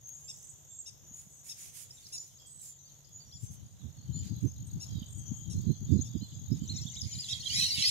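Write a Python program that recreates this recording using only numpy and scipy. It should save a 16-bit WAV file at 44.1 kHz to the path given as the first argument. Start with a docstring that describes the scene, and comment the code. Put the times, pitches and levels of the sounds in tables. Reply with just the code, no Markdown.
"""Small birds and whistling ducks call near and far across a wet pasture, heard through a hand-held camera.
Their notes are wavering tones that glide, arch, warble or sound two voices at once, and echo off trees
and sheds. A cricket trills with its wings, something rustles close on the right, and wind eddies thump
on the two microphone ports over a faint hum and rumble. At the end the flock raises the alarm:
many whistles at once over a rush of wings."""
import sys
import numpy as np
from scipy import signal
from scipy.fft import rfft, irfft, next_fast_len
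from scipy.io import wavfile
from scipy.ndimage import map_coordinates

SR = 44100
rng = np.random.default_rng(int(sys.argv[2]) if len(sys.argv) > 2 else 0)


def unload_wav(signal):
    """Save mono or channel-first audio to the path in sys.argv[1] as 16-bit WAV at rate SR, clipped to [-1, 1]."""
    wavfile.write(
        sys.argv[1],
        SR,
        np.round(np.clip(np.atleast_2d(signal).T, -1, 1) * 32767).astype(np.int16),
    )


N = 348390
FLOCK_LAG_S, CHIRP_LAG_S = -0.000295, 0.00031  # left-port delay: flock on the left, chirper on the right


def amp(db):
    """Gain of a level in dB."""
    return 10 ** (np.asarray(db) / 20)


def unit(x):
    """Scaled to rms 1."""
    return x / np.sqrt(np.mean(x ** 2) + 1e-20)


def along(points, hz):
    """Read (frequency, value) breakpoints on a log frequency axis."""
    freqs, values = np.transpose(points)
    return np.interp(np.log(hz + 1), np.log(freqs + 1), values)


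def automation(rows):
    """One fader curve, sample by sample, for each column after the time."""
    times, *columns = np.transpose(rows)
    return [np.interp(np.arange(N) / SR, times, column) for column in columns]


def wobble(rate):
    """Smooth random modulation, rate knots a second."""
    return map_coordinates(rng.standard_normal(int(N * rate / SR) + 4), [np.arange(N) * rate / SR])


def eq(x, response):
    """Shape x with a gain that depends on frequency."""
    size = next_fast_len(N + 8192)
    return irfft(rfft(x, size) * response(np.fft.rfftfreq(size, 1 / SR)), size)[..., :N]


def hiss(spectrum, shared, grain_db, rate=400):
    """Stereo noise of rms 1, partly common to both sides, lumpy by grain_db at rate lumps a second."""
    noise = np.sqrt(shared) * rng.standard_normal(N) + np.sqrt(1 - shared) * rng.standard_normal((2, N))
    lumps = amp(grain_db * np.array([wobble(rate), wobble(rate)]))
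    return unit(eq(noise * lumps, lambda hz: amp(along(spectrum, hz))))


def pan(pan_db):
    """Constant-power gains; every pan is left minus right in dB, so positive is left."""
    turn = np.arctan(amp(-pan_db))
    return np.array([[np.cos(turn)], [np.sin(turn)]])


def bend(length, start, middle, end):
    """A parabola through three points, lasting length seconds."""
    u = np.linspace(-1, 1, round(length * SR))
    return middle + u * (end - start) / 2 + u * u * ((end + start) / 2 - middle)


def add_note(out, start, hz, db, pan_db, fade, harmonics_db=-60, lag_s=FLOCK_LAG_S, waver_hz=42):
    """Mix in a hoarse, wavering tone that follows hz; fade is the share of its length at each end."""
    u = np.linspace(0, 1, len(hz))
    envelope = np.sin(np.pi / 2 * np.clip(np.minimum(u, 1 - u) / fade, 0, 1))
    knots = rng.standard_normal((3, 64))
    t = np.arange(len(hz)) / SR
    jitter, flutter, waver = [np.interp(t * rate, np.arange(64), row)
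                              for rate, row in zip((250, 250, 70), knots)]
    port_phase = (lag_s + 0.000015 * knots[1, 0]) * np.array([[-np.pi], [np.pi]]) * hz
    phase = 2 * np.pi * np.cumsum(hz + 50 * jitter + waver_hz * waver) / SR + 9 * knots[0, 0] + port_phase
    tone = np.sin(phase)
    if hz.max() < 6100:
        tone += amp(harmonics_db) * (np.sin(2 * phase) + 0.44 * np.sin(3 * phase))
    note = pan(pan_db) * amp(db + 3.5 * flutter) * envelope * tone
    slot = out[:, round(start * SR):][:, :len(hz)]
    slot += note[:, :slot.shape[1]]


# Reverb decay of the pasture: (frequency [Hz], time to fall 60 dB [s])
FIELD_DECAY = [(2000, 0.089), (5000, 0.49), (12000, 0.19)]


def echoes(x):
    """Reflections off trees and sheds: a noise tail in which each frequency dies at its own speed."""
    hz, t, bands = signal.stft(rng.standard_normal((2, SR // 2)), SR, nperseg=256)
    tail = signal.istft(bands * amp(-60 * t / along(FIELD_DECAY, hz)[:, None]), SR, nperseg=256)[1]
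    return signal.fftconvolve(x, tail / np.linalg.norm(tail[0]), axes=1)[:, :N]


# Tone colour of the ambience bed: (frequency [Hz], level [dB])
AIR_SPECTRUM = [(15, -46), (30, -10), (75, 2), (135, -3), (260, -12.5), (750, -17), (1200, -22.5),
                (2400, -27.5), (3600, -16.5), (4300, -39), (5700, -15.5), (6760, -6.5), (8400, -29.5),
                (11600, -27.5), (13200, -16.5), (15600, -38)]
# Faders of the distant drone: (time [s], hum level [dB], midrange boost [dB])
DRONE_FADERS = [(0, -64.5, 3.5), (1.5, -69, 3.5), (3.2, -67.5, 1.5), (4.2, -75, 5.5), (7, -80, 6),
                (7.9, -75, 9.5)]


def air():
    """The open field: a faint low hum, and a bed of far rumble and hiss whose mids swell slowly."""
    hum_db, boost_db = automation(DRONE_FADERS)
    hum = amp(hum_db + 2.9 * wobble(39)) * np.sin(2 * np.pi * np.cumsum(140 + 5 * wobble(9.5)) / SR)
    bed = amp(-63.5 + 1.1 * wobble(9.2)) * hiss(AIR_SPECTRUM, shared=0.12, grain_db=2.0)
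    mids = eq(bed, lambda hz: np.exp(-np.log((hz + 1) / 900) ** 2 / 3.1))
    return hum + bed + (amp(boost_db) - 1) * mids


# Breeze on the microphone ports: (time [s], left level [dB], right level [dB])
BREEZE_FADERS = [(0, -60.5, -61), (2.9, -64, -64), (3.2, -55, -57.5), (3.5, -47.5, -47), (3.95, -57, -48.5),
                 (4.1, -35.5, -46), (4.4, -48, -42), (5.0, -41, -36.5), (5.1, -46, -46), (5.2, -34.5, -47),
                 (5.55, -48.5, -46.5), (5.9, -48, -37), (6.15, -40, -38), (6.3, -49, -44.5),
                 (6.5, -41.5, -33.5), (6.9, -49.5, -40.5), (7.4, -46.5, -46.5), (7.9, -50.5, -40)]
# Sudden gusts: (centre time [s], length [s], peak level [dB], port [0 left, 1 right])
PORT_GUSTS = [(3.435, 0.026, -33, 0), (3.511, 0.021, -39.5, 0), (3.62, 0.04, -40, 0),
              (3.858, 0.072, -36, 1), (4.0, 0.066, -40, 1), (4.164, 0.041, -34.5, 0),
              (4.21, 0.076, -37.5, 1), (4.296, 0.21, -33, 0), (4.457, 0.056, -22.5, 1),
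              (4.628, 0.092, -36.5, 0), (4.766, 0.095, -33.5, 0), (4.943, 0.061, -37, 0),
              (4.965, 0.13, -33.5, 1), (5.322, 0.033, -33, 0), (5.536, 0.18, -34.5, 0),
              (5.579, 0.085, -31, 1), (5.69, 0.092, -24, 1), (5.827, 0.071, -34, 0), (5.952, 0.11, -23, 1),
              (6.157, 0.03, -25, 1), (6.222, 0.033, -28.5, 1), (6.426, 0.028, -31, 0),
              (6.531, 0.062, -27, 1), (6.638, 0.042, -30.5, 1), (6.818, 0.2, -37, 1),
              (7.057, 0.058, -34, 1), (7.179, 0.021, -33, 1), (7.4, 0.023, -40.5, 0),
              (7.604, 0.077, -35, 1), (7.798, 0.041, -33, 1)]
# Tone colour of the buffeting: (frequency [Hz], level [dB])
BUFFET_SPECTRUM = [(15, -65), (25, -29), (82, 0.5), (115, 1.5), (223, -10), (320, -18.5), (450, -34),
                   (650, -46.5), (1000, -100)]


def wind():
    """Eddies thump on each port separately: an unsteady breeze and gusts, brighter when strong."""
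    swing_db, gust_edge_db, gust_flatness = 2.5, 7.5, 2.5
    t = np.arange(N) / SR
    power = amp(np.array(automation(BREEZE_FADERS)) + swing_db * np.array([wobble(18), wobble(17)])) ** 2
    for centre, length, peak_db, port in PORT_GUSTS:
        span = slice(round((centre - length) * SR), round((centre + length) * SR))
        drop_db = gust_edge_db * np.abs(2 * (t[span] - centre) / length) ** gust_flatness
        power[int(port), span] += amp(peak_db - drop_db) ** 2
    db = 10 * np.log10(power)
    buffet = amp(db) * hiss(BUFFET_SPECTRUM, shared=0, grain_db=4.0, rate=45)
    expanded = buffet * amp(0.9 * (db + 29.5))
    mids = eq(expanded, lambda hz: hz ** 4 / (hz ** 4 + 200 ** 4) / (1 + (hz / 600) ** 8))
    lows = eq(buffet, lambda hz: 200 ** 4 / (hz ** 4 + 200 ** 4) * hz ** 2 / (hz ** 2 + 45 ** 2))
    return lows + mids


# How the two ports pull each pitch to one side: (frequency [Hz], pan [dB])
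PORT_BIAS = [(2900, -8), (3900, -6.5), (5200, 5.5), (6700, 7.5), (9000, -2.5)]


def chorus(centre_hz, spread, slide, count, longest_s=0.0792, start=0, harmonics_db=-60, waver_hz=40):
    """Many birds at once: gliding or arching notes at random moments from start on, at rms 1."""
    out = np.zeros((2, N))
    for when, pitch, duration, arch, fall, softness, side in rng.random((count, 7)):
        hz = centre_hz * np.exp(spread * (2 * pitch - 1))
        length = 0.0201 + (longest_s - 0.02) * duration
        contour = bend(length, hz * (1 - slide * (1.4 * arch - 0.6)), hz, hz * (1 - slide * (fall - 0.2)))
        pan_db = along(PORT_BIAS, hz) + 8 * (side - 0.5)
        add_note(out, start + when * (N / SR - start), contour, -12 * softness, pan_db,
                 fade=0.4, harmonics_db=harmonics_db, waver_hz=waver_hz)
    return out / np.std(out[:, round(start * SR):])


# Faders of the background calls: (time [s], duck level [dB], songbird level [dB])
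FLOCK_FADERS = [(0, -83, -51), (1.14, -92, -56.5), (1.6, -76, -50), (2.8, -75, -56), (3.87, -79.5, -108),
                (4.27, -61.5, -49), (4.5, -79.5, -67), (4.95, -63, -94), (5.3, -73.5, -53.5),
                (6.1, -62.5, -52), (6.4, -68, -57), (7.2, -59.5, -46), (7.9, -39.5, -49)]


def far_flock():
    """Distant ducks and songbirds, heard mostly through their echoes."""
    ducks_db, songbirds_db = automation(FLOCK_FADERS)
    calls = amp(ducks_db - 0.5) * chorus(3900, spread=0.24, slide=0.132, count=620)
    calls += amp(songbirds_db - 8.5) * chorus(6700, spread=0.1, slide=0.0646, count=450)
    return amp(-8) * calls + echoes(calls)


# Faders of the trill: (time [s], song level [dB], overtone level [dB])
CRICKET_FADERS = [(0, -59, -76), (2.2, -65, -76), (2.7, -56.5, -76), (3.8, -61.5, -96), (4.3, -50.5, -72.5),
                  (6.5, -51, -74), (7.9, -47.5, -70.5)]


def cricket():
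    """Each wing stroke sounds a rising tone with its overtone; a fainter tone trails the stroke."""
    song_hz, trailing_hz, strokes_per_s = 6650, 12300, 45.751
    song_db, overtone_db = automation(CRICKET_FADERS)
    t = np.arange(N) / SR
    strokes = strokes_per_s * t + 0.29

    def gate(lag, duty):
        return np.clip(1.5 - 3 * np.abs((strokes - lag + 0.5) % 1 - 0.5) / duty, 0, 1)

    phase = 2 * np.pi * np.cumsum(song_hz + 70 * wobble(200) + 100 * np.sin(2 * np.pi * strokes)) / SR
    song = amp(song_db + 3.5 + 3 * wobble(40)) * gate(0, duty=0.58) * np.sin(phase)
    overtone = amp(3.5 * wobble(150)) * gate(0, duty=0.45) * np.sin(2 * phase)
    trailing = amp(-6 + 2.3 * wobble(40)) * gate(0.28, duty=0.31) * np.sin(2 * np.pi * trailing_hz * t)
    return pan(11) * song + pan(-12) * amp(overtone_db + 11) * (overtone + trailing)


# Dry scrapes: (time [s], length [s], level [dB], dull layer amount [0-1])
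SCRAPES = [(0.007, 0.7, -69, 0.17), (1.122, 0.16, -61, 0.16), (1.238, 0.19, -70, 0.05),
           (1.432, 0.13, -53.5, 0.18), (1.543, 0.2, -53.5, 0.27), (1.721, 0.15, -50, 0.2),
           (1.807, 0.41, -66, 0.32), (2.044, 0.36, -66.5, 0.2), (2.587, 0.16, -55.5, 0.08),
           (3.392, 0.11, -61.5, 0.2), (3.493, 0.09, -61, 0.13), (4.217, 0.1, -67.5, 1),
           (4.38, 0.14, -72.5, 0.7), (6.545, 0.065, -72, 1)]
# Tone colour of their crisp, leafy layer: (frequency [Hz], level [dB])
CRISP_SPECTRUM = [(530, -43), (900, -49), (1580, -14), (2230, -23), (4450, -7), (4950, -1), (6840, 5),
                  (9550, 5.5), (15600, -6)]
# Close ticks: (time [s], level [dB], pan [dB])
CLOSE_TICKS = [(0.073, -59, -2), (0.091, -51, 9), (0.245, -70, -11.0), (0.3735, -59, 4), (0.4075, -69, -4),
               (0.4283, -60, 4), (0.4394, -77, -6), (2.0308, -72, -10.5), (2.0872, -65, -16.0),
               (2.278, -63, -9), (3.0923, -65, -10), (3.9699, -66, 18), (5.6181, -63, -3)]


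def rustle():
    """Dry scraping near the right port: swells of crisp and dull noise, dotted with single ticks."""
    crisp, dull, t = np.zeros(N), np.zeros(N), np.arange(N) / SR
    attack, release = 0.28, 0.41  # shares of a scrape's length
    for start, length, db, dullness in SCRAPES:
        ramps = np.minimum((t - start) / attack, (start + length - t) / release) / length
        envelope = amp(db + 5.5) * np.clip(ramps, 0, 1)
        crisp += envelope
        dull += envelope * dullness
    dull_spectrum = [(900, -21.5), (2200, -5.5), (4500, -8.0), (8000, -6.5), (15000, -70)]
    out = crisp * hiss(CRISP_SPECTRUM, shared=0.18, grain_db=1.5)
    out += amp(3.5) * dull * hiss(dull_spectrum, shared=0.46, grain_db=1.5)
    out *= pan(-8)
    decay_db = -60 * t[:SR // 100] / 0.016
    for start, db, pan_db in CLOSE_TICKS:
        tick = np.diff(rng.standard_normal(len(decay_db) + 1)) * amp(db + 12.5 + decay_db)
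        out[:, round(start * SR):][:, :len(tick)] += pan(pan_db) * tick
    return np.array([np.roll(out[0], shift=16), out[1]])  # reaches the left port later


# Whistled notes: (time [s], length [s], start pitch [Hz], end pitch [Hz], level [dB], pan [dB])
WHISTLE_NOTES = [(0.033, 0.18, 6360, 6780, -51, 4), (0.236, 0.095, 7210, 7660, -52.5, -2),
                 (0.35, 0.18, 6100, 6070, -67, 5.5), (0.54, 0.193, 7600, 7460, -69, -5),
                 (0.68, 0.14, 7360, 7580, -55, -8), (0.721, 0.124, 6690, 6580, -55.5, 4),
                 (0.786, 0.017, 7350, 7820, -46, -4), (0.801, 0.018, 7750, 6600, -47, -2),
                 (1.061, 0.07, 6860, 6500, -56.5, 0), (1.115, 0.11, 6640, 6930, -50.5, 2.5),
                 (1.288, 0.11, 7740, 8230, -62.5, -1), (1.968, 0.02, 3740, 3500, -59.5, -4),
                 (2.024, 0.047, 4660, 3740, -60, -3), (2.045, 0.03, 6400, 4700, -53, -1),
                 (2.382, 0.022, 4730, 5460, -62.5, 0), (2.883, 0.02, 4450, 3530, -68, -6),
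                 (2.159, 0.07, 6800, 7080, -46.5, -3), (2.396, 0.033, 3300, 3305, -61, -8),
                 (2.598, 0.14, 7490, 7170, -53.5, 2), (2.786, 0.1, 6000, 6420, -59.5, 2),
                 (3.04, 0.013, 5950, 4440, -56, 7), (3.121, 0.0865, 6720, 6940, -52.5, -1.5),
                 (3.32, 0.16, 6950, 7500, -57, 8), (3.243, 0.134, 5800, 5690, -62.5, 1.5),
                 (3.429, 0.103, 6130, 6390, -58, 1), (3.59, 0.14, 10800, 7800, -76, -2),
                 (4.124, 0.0654, 4120, 4500, -59.5, -7), (4.127, 0.101, 6970, 7086, -46.5, 2),
                 (4.46, 0.05, 6140, 6500, -54, 3.5), (4.486, 0.027, 5900, 5000, -65, 5),
                 (4.348, 0.029, 3970, 4070, -62, -3), (4.559, 0.0154, 4330, 3400, -62, -5),
                 (4.698, 0.0117, 3520, 5000, -62, -3), (3.79, 0.0344, 4080, 3280, -67, -8),
                 (3.969, 0.037, 4420, 4190, -64, -3), (5.915, 0.02, 5450, 4540, -56, 3),
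                 (6.32, 0.012, 3230, 2900, -60, -4), (0.699, 0.04, 3580, 3505, -66.5, 2),
                 (4.901, 0.1, 4100, 3580, -61, -8), (4.86, 0.25, 3247, 3130, -65.5, -7),
                 (5.12, 0.32, 3190, 3204, -67.5, -5), (5.368, 0.15, 3270, 3140, -66.5, -5),
                 (5.951, 0.26, 3570, 3500, -69, -9), (6.205, 0.174, 3560, 3460, -67, -10.5),
                 (3.847, 0.029, 4050, 3400, -66, -6), (5.924, 0.064, 8960, 8300, -76, 0),
                 (6.631, 0.052, 4960, 3250, -60.5, -5), (5.027, 0.0081, 3300, 3010, -50.5, -5),
                 (6.76, 0.0208, 6100, 7300, -45, 11), (5.101, 0.15, 7550, 6010, -56, 11),
                 (5.179, 0.024, 7830, 8430, -51.5, 5), (5.182, 0.11, 6210, 6370, -64, 10),
                 (5.26, 0.051, 5760, 6730, -53, 7), (5.3, 0.1, 7100, 8000, -62, 9),
                 (5.525, 0.061, 4160, 4120, -62, -6), (5.657, 0.1, 3990, 4220, -60, -20),
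                 (5.945, 0.058, 4300, 4120, -60.5, -25), (6.009, 0.024, 6100, 7180, -40, 7),
                 (6.595, 0.175, 7320, 7380, -59, 6.5), (6.675, 0.018, 5700, 7150, -44, 6),
                 (6.74, 0.043, 5700, 5300, -48, 7), (6.736, 0.038, 3900, 3600, -54.5, -5),
                 (6.935, 0.025, 5000, 3500, -57, -4), (7.037, 0.021, 4600, 3080, -58, -6),
                 (7.083, 0.04, 2450, 1850, -66, -11), (7.18, 0.0304, 2700, 2100, -63.5, -8),
                 (7.204, 0.033, 2620, 2200, -64.5, -6), (7.2, 0.026, 6800, 5500, -52, 5),
                 (7.392, 0.036, 6800, 5000, -51, 13), (7.655, 0.026, 4250, 4230, -33.5, -1),
                 (7.82, 0.06, 3270, 3150, -49, -7), (6.939, 0.02, 7300, 4730, -49, 17),
                 (6.989, 0.0424, 7000, 6480, -49.5, 12.5), (7.011, 0.011, 5800, 4850, -38.5, 6),
                 (7.032, 0.026, 4790, 4820, -49, -11), (7.1, 0.04, 4740, 3300, -56, -3),
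                 (7.101, 0.13, 6960, 7290, -45, 8), (7.108, 0.058, 6600, 3550, -47.5, 1),
                 (7.211, 0.054, 5250, 3320, -47.5, -6), (7.214, 0.154, 6990, 7330, -49.5, 10),
                 (7.143, 0.056, 4570, 2970, -63, -8), (7.242, 0.046, 4330, 2750, -59, 5),
                 (7.323, 0.033, 5200, 3600, -45, -1), (7.277, 0.044, 2530, 3600, -54, -6),
                 (7.322, 0.039, 3470, 3233, -41, -12), (7.403, 0.021, 4420, 4100, -44, 2),
                 (7.423, 0.021, 3280, 3310, -50, -11.5), (7.457, 0.025, 3236, 3190, -35.5, -13),
                 (7.495, 0.058, 2827, 3436, -39, -11), (7.44, 0.071, 3680, 4450, -45, -7),
                 (7.702, 0.028, 4300, 4020, -34, -5), (7.793, 0.21, 5320, 5380, -36, -4),
                 (7.834, 0.06, 6600, 6160, -47.5, -6.5), (7.49, 0.058, 4300, 4770, -40.5, -10),
                 (7.554, 0.11, 3840, 4445, -30, -5), (7.562, 0.12, 1870, 1940, -60, -6),
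                 (7.567, 0.083, 5520, 6030, -37.5, 30), (7.59, 0.11, 3000, 2920, -48, -13),
                 (7.619, 0.0565, 3810, 4020, -33.5, -5), (7.639, 0.051, 6000, 5550, -42, 19),
                 (7.65, 0.044, 9770, 9100, -50, -6), (7.711, 0.044, 4570, 4530, -32, 3),
                 (7.749, 0.036, 2370, 2700, -63, 0), (7.772, 0.0957, 2825, 2560, -46.5, -1),
                 (7.777, 0.049, 3016, 3860, -48.5, -11), (7.79, 0.03, 5460, 9860, -45, -14),
                 (7.819, 0.069, 3830, 5040, -29.5, 1.5), (7.839, 0.017, 2050, 2050, -41.5, 9),
                 (7.85, 0.048, 5040, 5440, -34, 7.5), (7.872, 0.046, 7450, 7270, -38, 5)]


def whistles():
    """Birds whistle even glides: faint, far ones arrive mostly as echo, loud ones mostly direct."""
    far_db, near_db = -78, -51
    out, send = np.zeros((2, 2, N))
    for start, length, start_hz, end_hz, db, pan_db in WHISTLE_NOTES:
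        hz = np.linspace(start_hz, end_hz, round(length * SR))
        direct = np.clip((db - far_db) / (near_db - far_db), 0.1, 0.99)
        add_note(out, start, hz, db + 6.5 + 20 * np.log10(direct), pan_db, fade=0.22, harmonics_db=-20)
        add_note(send, start, hz, db + 3.5 + 10 * np.log10(1 - direct ** 2), pan_db, fade=0.13)
    return out + echoes(send)


# Two-voiced chirps: (time [s], length [s], low voice [Hz], high voice [Hz], level [dB],
# pan on top of the port bias [dB], tilt [dB/kHz])
CHIRP_NOTES = [(0.278, 0.044, 2770, 3830, -53, -0.5, -0.5), (0.855, 0.046, 2810, 3950, -53.5, 0, 0),
               (1.487, 0.047, 2766, 3940, -50, 3, 0), (2.12, 0.052, 2824, 4220, -48, -2, 0.5),
               (4.801, 0.051, 2790, 4170, -51.5, 2, 0), (5.497, 0.048, 2840, 4020, -54, 2, 1),
               (6.045, 0.046, 2740, 3700, -60.5, 7, 0), (7.281, 0.062, 2710, 3580, -48.5, 2, -1)]
# Partials of a chirp: (low voice multiple [-], high voice multiple [-], level [dB])
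CHIRP_PARTIALS = [(1, 0, -18), (0, 1, -11), (-1, 2, -21), (2, 0, 0), (1, 1, -3), (0, 2, -14), (3, 0, -14),
                  (-1, 3, -14), (2, 1, -18), (1, 2, -17), (4, 0, -16)]


def chirps():
    """Both halves of a bird's syrinx sound at once and mix into sum and difference tones."""
    out = np.zeros((2, N))
    for start, length, low_hz, high_hz, db, pan_db, tilt in CHIRP_NOTES:
        low = low_hz * bend(length, 0.88, 1, 0.82)
        high = high_hz * bend(length, 0.82, 0.97, 0.83)
        for n_low, n_high, partial_db in CHIRP_PARTIALS:
            partial_hz = n_low * low_hz + n_high * high_hz
            level_db = db + 10.5 + partial_db + tilt * (partial_hz - 6000) / 1000
            add_note(out, start, n_low * low + n_high * high, level_db,
                     pan_db + along(PORT_BIAS, partial_hz), fade=0.35, lag_s=CHIRP_LAG_S)
    return out


# Warbled notes: (time [s], length [s], pitch [Hz], vibrato depth [Hz], vibrato rate [Hz],
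# level [dB], pan [dB])
WARBLE_NOTES = [(0.311, 0.21, 7210, 890, 33, -51.5, -4), (2.462, 0.17, 7920, 150, 47, -49.5, -5),
                (5.262, 0.2, 6710, 190, 25.5, -47.5, 14), (6.77, 0.27, 6740, 747, 29.5, -46.5, 8),
                (7.459, 0.11, 6220, 930, 49, -38, 10)]


def warbles():
    """High bird notes with a fast vibrato."""
    out = np.zeros((2, N))
    for start, length, hz, depth_hz, rate, db, pan_db in WARBLE_NOTES:
        vibrato = depth_hz * np.cos(2 * np.pi * rate * np.arange(round(length * SR)) / SR)
        add_note(out, start, hz - vibrato, db + 1.5, pan_db, fade=0.051)
    return out


# Arched peeps: (time [s], length [s], top pitch [Hz], arch depth [0-1], level [dB], pan [dB])
PEEP_NOTES = [(0.489, 0.024, 8030, 0.17, -53, -17), (1.906, 0.011, 5600, 0.1, -49, -2),
              (2.179, 0.0095, 5880, 0.32, -39, -1), (2.843, 0.05, 4670, 0.07, -66, -2),
              (3.195, 0.042, 4650, 0.04, -58, -4), (3.308, 0.073, 5550, 0.4, -58, 6),
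              (3.321, 0.044, 3470, 0.09, -64.5, -7), (4.657, 0.034, 8460, 0.05, -57.5, 3),
              (5.052, 0.14, 8460, 0.07, -62.5, -3), (5.3, 0.042, 7000, 0.23, -66, 2),
              (6.203, 0.072, 4220, 0.06, -56.5, -7), (6.285, 0.028, 4340, 0, -64, -15),
              (6.51, 0.033, 5400, .05, -56, 9), (6.686, 0.043, 4300, 0.17, -44, -1),
              (6.77, 0.034, 4200, 0.26, -47, -4), (6.81, 0.03, 5650, 0.2, -49, 7),
              (6.861, 0.033, 3550, 0.1, -50.5, -13), (6.957, 0.046, 3890, 0.26, -49, -6),
              (7.183, 0.033, 5080, 0.17, -42, 4.5), (7.282, 0.064, 3823, 0.13, -36, -12),
              (7.522, 0.063, 6860, 0.14, -41, 6.5), (7.532, 0.051, 5240, 0.07, -36, 7),
              (7.534, 0.058, 9800, 0.04, -51.5, -10), (7.683, 0.037, 5550, 0.1, -38.5, 11),
              (7.854, 0.05, 9800, 0.04, -46.5, -13.5)]


def peeps():
    """Short bird notes whose pitch arches up and over."""
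    out = np.zeros((2, N))
    for start, length, top_hz, depth, db, pan_db in PEEP_NOTES:
        hz = top_hz * (1 - depth * bend(length, start=1.3, middle=0, end=0.886))
        add_note(out, start, hz, db + 7.5, pan_db, fade=0.34, harmonics_db=-23.5)
    return out


# Wind hits on the ports: (time [s], level [dB], pan [dB])
EDDY_HITS = [(1.11, -49, -7), (1.268, -49.5, -6), (3.434, -50, 17), (4.163, -29, 10), (4.449, -27.5, -26),
             (4.953, -28, -28), (5.017, -32.5, -16), (5.315, -25.5, 29), (5.668, -19.5, -35),
             (5.708, -21, -26), (5.922, -28, -25.5), (5.986, -39, -19.0), (6.156, -27, -19),
             (6.224, -32, -15), (6.516, -19, -27), (6.555, -35, -10), (6.617, -25, -28), (6.852, -28, -19),
             (7.176, -41, -6)]


def wind_slaps():
    """A single eddy bursts on a port: a swing or so of pressure, over at once."""
    centre_hz, half_length_s = 169, 0.0037
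    out, t = np.zeros((2, N)), np.arange(-600, 600) / SR
    for time, db, pan_db in EDDY_HITS:
        pitch, phase = rng.random(2)
        hz = centre_hz * (0.8 + 0.4 * pitch)
        swing = np.exp(-(t / half_length_s) ** 2) * np.sin(2 * np.pi * (hz * t + phase))
        out[:, round(time * SR) - len(t) // 3:][:, :len(t)] += 2 * amp(db) * pan(pan_db) * swing
    return eq(out, lambda hz: hz ** 2 / (hz ** 2 + 70 ** 2))


# Faders of the flock's alarm: (time [s], wing level [dB], call level [dB])
TAKEOFF_FADERS = [(6.55, -80.5, -78), (6.75, -72, -64.5), (7, -70, -64.5), (7.3, -59, -60.5),
                  (7.43, -62, -62), (7.5, -53, -48), (7.6, -41.5, -40.5), (7.73, -52, -43.5),
                  (7.82, -44, -35.5), (7.9, -48, -38.5)]
# Tone colour of the wing rush: (frequency [Hz], level [dB])
FEATHER_SPECTRUM = [(820, -77), (1400, -58), (1950, -11), (2290, -35), (3950, -12.5), (8590, -16),
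                    (9600, -18), (13700, -30), (15600, -51)]


def takeoff():
    """Feathers rush through air as the birds spring up, all calling in wavering whistles."""
    wings_db, alarm_db = automation(TAKEOFF_FADERS)
    alarm = amp(alarm_db + 2.5) * chorus(3900, spread=0.65, slide=0.2, count=190, longest_s=0.11,
                                         start=6.6, harmonics_db=-9, waver_hz=90)
    reverb = amp(-10) * echoes(alarm)
    left, right = pan(-3.5) * amp(wings_db + 8) * hiss(FEATHER_SPECTRUM, shared=0.35, grain_db=2.5)
    wings = np.array([np.roll(left, round(FLOCK_LAG_S * SR)), right])
    return wings + alarm + reverb


def scene():
    """The full mix, with a light reverb send on the nearer birds."""
    near = whistles() + chirps() + warbles() + peeps()
    birds = near + amp(-10) * echoes(near) + far_flock()
    return birds + cricket() + rustle() + takeoff() + wind() + wind_slaps() + air()


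def record(dry):
    """The hand shades the left port from the top treble; the camera keeps nothing above its band limit."""
    shelf_db, shelf_hz, limit_hz = np.array([[-4], [1.5]]), 8200, 15730
    return eq(dry, lambda hz: amp(shelf_db / (1 + (shelf_hz / (hz + 1)) ** 8)) * (hz < limit_hz))


dry = scene()
out = record(dry)
unload_wav(out)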